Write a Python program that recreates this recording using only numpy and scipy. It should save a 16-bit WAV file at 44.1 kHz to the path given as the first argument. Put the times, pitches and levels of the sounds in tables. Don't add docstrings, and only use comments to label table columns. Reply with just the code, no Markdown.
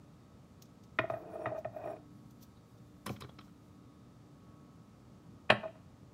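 import sys
import numpy as np
from scipy import signal
from scipy.fft import rfft, irfft
from scipy.io import wavfile
from scipy.ndimage import uniform_filter1d

SR = 44100
rng = np.random.default_rng(int(sys.argv[2]) if len(sys.argv) > 2 else 0)


def invert_db(x):
    u = np.asarray(x, float) / 20
    return 10 ** u


def log_audio(samples):
    frames = np.atleast_2d(samples).T
    limited = np.clip(frames, -1, 1)
    pcm = np.round(limited * 32767).astype(np.int16)
    wavfile.write(sys.argv[1], SR, pcm)


N = 270333
T = np.arange(N) / SR
LEAD_S = 0.04


def unit(x):
    return x / np.sqrt(np.mean(x ** 2))


def peak(x):
    return x / np.abs(x).max(axis=-1, keepdims=True)


def noise(size):
    return rng.standard_normal(size)


def resonance(x, hz, width_hz):
    return signal.lfilter(*signal.iirpeak(hz, hz / width_hz, SR), x)


def band(x, low_hz, high_hz):
    edges_hz = [low_hz, min(high_hz, 0.45 * SR)]
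    return signal.sosfilt(signal.butter(2, edges_hz, "bandpass", fs=SR, output="sos"), x)


def walk(rate_hz):
    hold = int(SR / rate_hz)
    steps = np.repeat(noise(N // hold + 1), hold)
    smooth = uniform_filter1d(uniform_filter1d(steps, hold), hold)
    return unit(smooth[:N])


def coloured(points, size):
    hz, db = np.transpose(points)
    bins_hz = np.fft.rfftfreq(size, 1 / SR) + 1
    gain = invert_db(np.interp(np.log(bins_hz), np.log(hz), db))
    return unit(irfft(rfft(noise(size)) * gain, size))


def add(out, start_s, x):
    i = int(start_s * SR)
    out[i:i + len(x)] += x[:len(out) - i]


def held(start_s, length_s, edge_s):
    return np.clip(np.minimum(T - start_s, start_s + length_s - T) / edge_s, 0, 1)


def ramp(t, ms):
    return np.sin(np.pi / 2 * np.clip(1000 * t / ms, 0, 1)) ** 2


def burst(rise_s, t60_s):
    t = T[:SR // 4] - LEAD_S
    return noise(len(t)) * np.where(t < 0, np.exp(t / rise_s), invert_db(-60 * t / t60_s))


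def favour(hz, spot_hz, boost_db):
    return boost_db * np.exp(-(np.log(hz / spot_hz) / 0.14) ** 2)


def woken(drive, peaks):
    total = 0
    for hz, width_hz, db in peaks:
        ring = resonance(resonance(drive, hz, 1.6 * width_hz), hz, 1.6 * width_hz)
        total = total + invert_db(db) * np.sqrt(width_hz) * unit(ring)
    return unit(total)


# pitch_hz, t60_s (time to fade by 60 dB), level_db
ROOM_ECHO = [(155, 0.26, -2.5), (500, .5, -18), (1200, 0.29, -10.5), (2500, 0.9, -33), (4780, 0.4, -16.5),
             (10400, 0.087, -8.5)]


def room(x):
    t = T[:int(0.6 * SR)]
    tail = 0
    for hz, t60_s, db in ROOM_ECHO:
        fade = invert_db(db - 60 * t / t60_s) / np.sqrt(t60_s * SR / 14)
        tail = tail + fade * band(noise(len(t)), hz / 2.19, hz * 1.91)
    return x + signal.fftconvolve(x, tail * np.clip(t / 0.0052, 0, 1))[:N]


# pitch_hz, level_db
FRIDGE_TONES = [(118.4, -67.5), (236.9, -69.5), (296.1, -68), (468.3, -79.5), (586.8, -82), (1114, -80),
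                (1233, -81), (1292, -80.5), (3521, -103), (3580, -95), (3758, -93), (4581, -94)]
# pitch_hz, level_db (per Hz)
AIR_COLOUR = [(15, -61.5), (25, -45), (49, -7.5), (107, 0), (210, -1.5), (234, -8), (261, -4), (299, -11.5),
              (380, -13), (460, -15.5), (926, -21.5), (1250, -26), (1430, -30), (3660, -35.5),
              (15700, -48.5)]


def kitchen():
    air = coloured(AIR_COLOUR, N) * invert_db(-57 + 0.71 * walk(0.5))
    turn = 2 * np.pi * np.cumsum(1 + 0.002115 * walk(3)) / SR
    tones = sum(invert_db(db + 2.5 + 2.8 * walk(6)) * np.sin(hz * turn) for hz, db in FRIDGE_TONES)
    fan = invert_db(-81) * unit(resonance(noise(N), 1305, 220))
    vent = invert_db(-83) * unit(band(band(noise(N), 3600, 8460), 3500, 8200))
    return air + tones + fan + vent


# start_s, level_db (soft hump),
# sheen_db (against the hump), t60_s
BRUSH_TIMES = [(.521, -69, -8, .03), (0.623, -44, -6.5, 0.029), (.657, -61, -10, 0.044),
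               (0.839, -57, -10, 0.041), (1.108, -60, -3.5, 0.069), (1.589, -60, -2.2, 0.075),
               (2.31, -60, -0.6, 0.035), (2.414, -61, -5, 0.047), (2.431, -51.5, -1.5, 0.061),
               (2.784, -66, -14, .04), (3.087, -57, -3, 0.1), (3.115, -50, -7.5, 0.21),
               (3.139, -58.5, -4, 0.13), (3.24, -62, -18, 0.12), (3.45, -65.5, -5, 0.13)]


def brushes():
    sleeve_level = held(1.98, 1.87, edge_s=0.18) * invert_db(-85 + 1.5 * walk(19))
    out = sleeve_level * unit(band(noise(N), 4000, 16000))
    for start_s, hump_db, sheen_db, t60_s in BRUSH_TIMES:
        x = burst(0.21 * (t60_s - 0.02), t60_s)
        hump = band(x, 3170, 6500) + 1.4 * resonance(x, 5870, 1000)
        sheen = band(x, 10600, 15300)
        layers = peak(np.array([hump, sheen]))
        add(out, start_s - LEAD_S, invert_db([hump_db, hump_db + sheen_db]) @ layers)
    return out


# start_s, level_db
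BOOM_TIMES = [
    (0.991, -35),
    (1.104, -41),
    (1.462, -38.5),
    (1.653, -43.5),
    (3.066, -44),
    (3.098, -49),
    (5.503, -33),
]


def booms():
    out, t = np.zeros(N), T[:SR // 3]
    for start_s, db in BOOM_TIMES:
        hz = 113.8 - 0.14 * (db + 50)
        fade = invert_db(db - 60 * t / 0.19) * ramp(t, ms=11)
        add(out, start_s, fade * np.sin(2 * np.pi * hz * t))
    return out


# start_s, body_db, thud_db, hiss_db, pitch_hz (favoured)
TAP_TIMES = [(2.573, -63, -74, -80, 3950), (3.064, -36.5, -55, -37, 1860), (3.066, -32, -36.5, -57, 1130),
             (3.073, -42, -38.5, -60, 1400), (3.08, -41, -34, -60, 3060), (3.094, -32, -43, -50, 2270),
             (3.104, -53, -30, -53, 1130), (3.164, -48, -51, -72, 3300), (3.208, -46, -55, -44, 5200),
             (3.212, -41.5, -49, -64, 1130), (3.222, -36.5, -41.5, -65, 3950), (3.238, -51, -44, -72, 3300),
             (3.247, -46, -44, -73, 1400), (3.294, -50, -44, -69, 3300), (3.389, -43.5, -48.5, -74, 3950),
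             (3.39, -44, -50, -76, 1300), (3.412, -51, -57, -69, 3300), (3.481, -55.5, -70, -80, 1400)]
# pitch_hz, width_hz, level_db
SPATULA_BODY = [(1130, 150, 16), (1400, 100, 9), (1860, 580, 5.5), (2270, 99, -3), (2500, 90, -3),
                (3060, 330, -2), (3300, 170, -13), (3950, 320, 2), (4580, 190, -4), (5200, 120, 10)]


def spatula_taps():
    out = np.zeros(N)
    for start_s, body_db, thud_db, hiss_db, spot_hz in TAP_TIMES:
        softness_db = max(-44 - body_db, 0)
        t60_s = min(0.02 - 0.2 * (body_db + 32), 0.03)
        x = burst(0.0017 + 0.00018 * softness_db, t60_s)
        body = 0.048 * x
        for hz, width_hz, db in SPATULA_BODY:
            level_db = db + 3.5 * rng.standard_normal() + favour(hz, spot_hz, boost_db=-4)
            body = body + invert_db(level_db) * resonance(x, hz, width_hz)
        ring = peak(resonance(resonance(x, spot_hz, 380), spot_hz, 380))
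        body = peak(band(body, 1190, 3540)) + invert_db(-5 + softness_db / 2) * ring
        thud = 1.4 * resonance(x, 119, 78) + 1.4 * resonance(x, 197, 82) + 0.21 * resonance(x, 340, 160)
        layers = peak(np.array([body, band(thud, 57, 660), band(x, 4900, 13000)]))
        add(out, start_s - LEAD_S, invert_db([body_db, thud_db, hiss_db]) @ layers)
    return out


# start_s (crest of the swell), lower_ring_db, upper_ring_db
RIM_CATCHES = [
    (1.0, -97, -78),
    (1.132, -76, -93),
    (1.18, -93, -72),
    (1.334, -72.5, -77),
    (1.42, -70, -81),
    (1.57, -88, -87),
    (1.77, -88, -76),
    (1.858, -75.5, -82),
    (1.91, -73, -80),
]
# pitch_hz, width_hz, level_db
LOWER_RINGS = [(5570, 30, -12), (7530, 30, -18), (9044, 18, 0), (9700, 36, -18)]
UPPER_RINGS = [(12830, 66, -4), (15100, 160, -26), (15720, 40, -8.5)]


def rim():
    grit = noise(N)
    lower, upper = np.zeros(N), np.zeros(N)
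    for start_s, lower_db, upper_db in RIM_CATCHES:
        swell = invert_db(np.minimum(302 * (T - start_s), 248 * (start_s - T)))
        lower += invert_db(lower_db) * swell
        upper += invert_db(upper_db) * swell
    return lower * woken(grit, LOWER_RINGS) + upper * woken(grit, UPPER_RINGS)


# start_s, level_db (pressure)
STROKES = [
    [(1.11, -50), (1.21, -55.5), (1.368, -52.5), (1.488, -46.5), (1.586, -58), (1.63, -66)],
    [(1.72, -57), (1.818, -47.5), (1.92, -50), (2.03, -77)],
]
# pitch_hz, width_hz, level_db
DRAG_TONES = [(655, 80, 0), (1254, 79, -27), (1510, 80, -26), (1903, 60, -32), (2480, 130, -33),
              (3050, 160, -48), (3420, 160, -50), (4000, 160, -52), (4370, 120, -56)]
# start_s, length_s, level_db
GROWL_TIMES = [
    (1.137, .46, -53),
    (1.324, 0.16, -52.5),
    (1.794, 0.21, -52),
]


def slide():
    grit = noise(N) * invert_db(2.5 * rng.exponential(size=N) + 0.5 * walk(59.2))
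    slab = woken(grit, [(349, 40, 0.5), (437, 56, -0.5)])
    rasp = unit(band(band(grit, 330, 1030), 320, 1370))
    low_tone, wall = woken(grit, DRAG_TONES[:1]), woken(grit, DRAG_TONES[1:])
    mug = low_tone + invert_db(-15) * wall + invert_db(-10.5) * rasp
    pressure, weight = np.zeros(N), np.zeros(N)
    for stroke in STROKES:
        s, db = np.transpose(stroke)
        pressure += held(s[0], s[-1] - s[0], edge_s=0.015) * invert_db(np.interp(T, s, db))
    for start_s, length_s, db in GROWL_TIMES:
        weight += held(start_s, length_s, edge_s=0.057) * invert_db(db)
    return pressure * mug + weight * slab


PART_LIMITS = [0, 480, 900, 5300, 20000]


def contacts(rows, modes, colour, swell_ms, late_ms, scatter_db, crack_db, crack_t60, slab_db, rim_db, edge_db):
    out, t = np.zeros(N), T[:SR // 3]
    hz, db, t60_s = np.transpose(modes)[:, :, None]
    part = np.digitize(hz[:, 0], PART_LIMITS) - 1
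    late, swell = ramp(t, late_ms), ramp(t, swell_ms)
    for start_s, strength_db, sharp_db, spot_hz in rows:
        weigh, shift, phase = rng.standard_normal((3, len(modes), 1))
        level_db = db + scatter_db * weigh + favour(hz, spot_hz, boost_db=6.5)
        rings = invert_db(level_db - 60 * t / t60_s) * np.sin(2 * np.pi * (hz + 7 * shift) * t + 3 * phase)
        rises = (late, late, swell, swell)
        parts = peak(np.array([rings[part == k].sum(axis=0) * rise for k, rise in enumerate(rises)]))
        ring = invert_db([slab_db, 0, sharp_db, sharp_db + rim_db]) @ parts
        grain = coloured(colour, len(t))
        grain = grain + invert_db(edge_db) * resonance(grain, spot_hz, spot_hz / 2.6)
        crack = peak(grain * invert_db(-60 * t / crack_t60) * np.sqrt(swell))
        add(out, start_s, invert_db(strength_db) * (ring + invert_db(sharp_db + crack_db) * crack))
    return out


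# pitch_hz, level_db, t60_s
MUG_MODES = [(232, -3, 0.042), (334, 1.5, 0.0478), (407, 1, 0.044), (635.5, -2, 0.075), (668.3, -5, 0.056),
             (809, -9, 0.035), (1036, -5.5, 0.038), (1250, 2, 0.043), (1455, -0.5, 0.027),
             (1832, -1.5, 0.03), (1907, 6.5, 0.013), (2450, -7, 0.042), (2620, -7.5, 0.018),
             (3300, -17.5, 0.019), (3700, -18.5, 0.035), (5600, -11.5, 0.059), (7450, -21.5, .05),
             (9044, -1, 0.11), (12830, 7, .08), (15100, -11.5, 0.023)]
# pitch_hz, level_db (per Hz)
CRACK_COLOUR = [(120, -62.5), (200, -24.5), (623, 2), (1020, -6), (2600, -18), (3600, -27), (9580, -55),
                (13100, -47), (16000, -75.5)]
# start_s, strength_db, sharpness_db, pitch_hz (favoured by the wall)
ROCK_TIMES = [(.977, -79, 10.5, 2500), (1.649, -29, -16.5, 1250), (5.492, -56, 25, 2570),
              (5.675, -47, -7.5, 2450), (5.75, -58.5, 2, 1000), (1.118, -34, -11.5, 1250),
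              (1.134, -28.5, -15.5, 1800), (1.146, -56, 3, 1250), (1.331, -39, -14.5, 1000),
              (1.351, -33.5, -16.5, 1200), (1.392, -38, -28, 990), (1.413, -38, -14, 1100),
              (1.468, -37, -1.5, 1000), (1.514, -32.5, -38, 1250), (1.545, -33, -17, 1250),
              (1.557, -35.5, -13.5, 1250), (1.575, -35, -21, 2450), (1.761, -33, -19.5, 1800),
              (1.836, -38.5, -13, 2450), (1.856, -34, -17, 1250), (1.871, -34.5, -12.5, 1800),
              (1.895, -37, -10.5, 1250), (1.911, -39.5, -19, 1800), (1.922, -39.5, -17, 2450),
              (1.96, -48.5, -8, 2450), (5.631, -34.5, -6.5, 956), (5.650, -31.5, -18, 1030)]


def rocking():
    return contacts(ROCK_TIMES, MUG_MODES, CRACK_COLOUR, swell_ms=12.0, late_ms=8.2, scatter_db=0.0, crack_db=-1.0,
                    crack_t60=0.0758, slab_db=-14, rim_db=-44, edge_db=6.5)


# start_s, strength_db, sharpness_db (of the edge), pitch_hz (favoured)
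KNOCK_TIMES = [
    (.9872, -24, 5.5, 2420),
    (.992, -25, -3, 2300),
    (1.038, -29.5, -11, 1250),
    (1.099, -26.5, -3, 1250),
    (1.4575, -31.5, 3.9, 1190),
    (1.464, -28.5, -4, 1800),
    (1.647, -38, -2.5, 1870),
]


def hard_knocks():
    return contacts(KNOCK_TIMES, MUG_MODES, CRACK_COLOUR, swell_ms=1.1, late_ms=4.16, scatter_db=0.5, crack_db=-3.0,
                    crack_t60=0.039, slab_db=-8.5, rim_db=-46, edge_db=10)


# pitch_hz, level_db, t60_s
HELD_MODES = [(194, -5, 0.053), (222.4, 2.5, 0.049), (308, -7.5, 0.046), (395, -5.5, .07), (477, -9.5, .06),
              (620, -1.5, 0.032), (794, -4, 0.037), (1100, -1, 0.072), (1280, -6, 0.058),
              (1400, -8.5, 0.024), (1536, -5, 0.014), (1800, 0, 0.035), (1930, -1, 0.039),
              (2486, -22.5, 0.23), (2710, -8, 0.024), (3190, -1, 0.025), (3820, -17.5, 0.019),
              (4830, -21, 0.03), (5650, -3, 0.15), (7550, 1, 0.044), (7850, -0.5, 0.037),
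              (9044, -0.5, 0.15), (9700, -9, .06), (12830, -11, .05)]
# pitch_hz, level_db (per Hz)
HELD_COLOUR = [(120, -31), (200, -3), (1500, -1), (1770, -0.5), (2170, -11.5), (2650, -5.5), (3500, -18),
               (3970, -14), (6280, -46.5), (7680, -39), (16000, -63.5)]
# start_s, strength_db, sharpness_db, pitch_hz (favoured)
HELD_TIMES = [
    (5.5005, -15, 1.8, 2680),
    (5.521, -23, -5, 1400),
    (5.55, -42, -10, 2500),
]


def set_down():
    return contacts(HELD_TIMES, HELD_MODES, HELD_COLOUR, swell_ms=1.9, late_ms=4.3, scatter_db=3.2, crack_db=2.0,
                    crack_t60=0.047, slab_db=-7.5, rim_db=-30, edge_db=5.5)


def scene():
    mug = rim() + slide() + rocking() + hard_knocks() + set_down()
    return (room(brushes() + booms() + spatula_taps() + mug) + kitchen())[None]


def band_limit(x):
    return signal.sosfilt(signal.butter(12, 16340, fs=SR, output="sos"), x)


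def record(dry):
    cut = signal.sosfilt(signal.ellip(12, 0.2, 24, 15780, fs=SR, output="sos"), dry)
    cut = signal.sosfilt(signal.butter(2, 45, "highpass", fs=SR, output="sos"), cut)
    mix = np.tanh(1.6 * cut) / 1.6
    return band_limit(mix)


dry = scene()
out = record(dry)
log_audio(out)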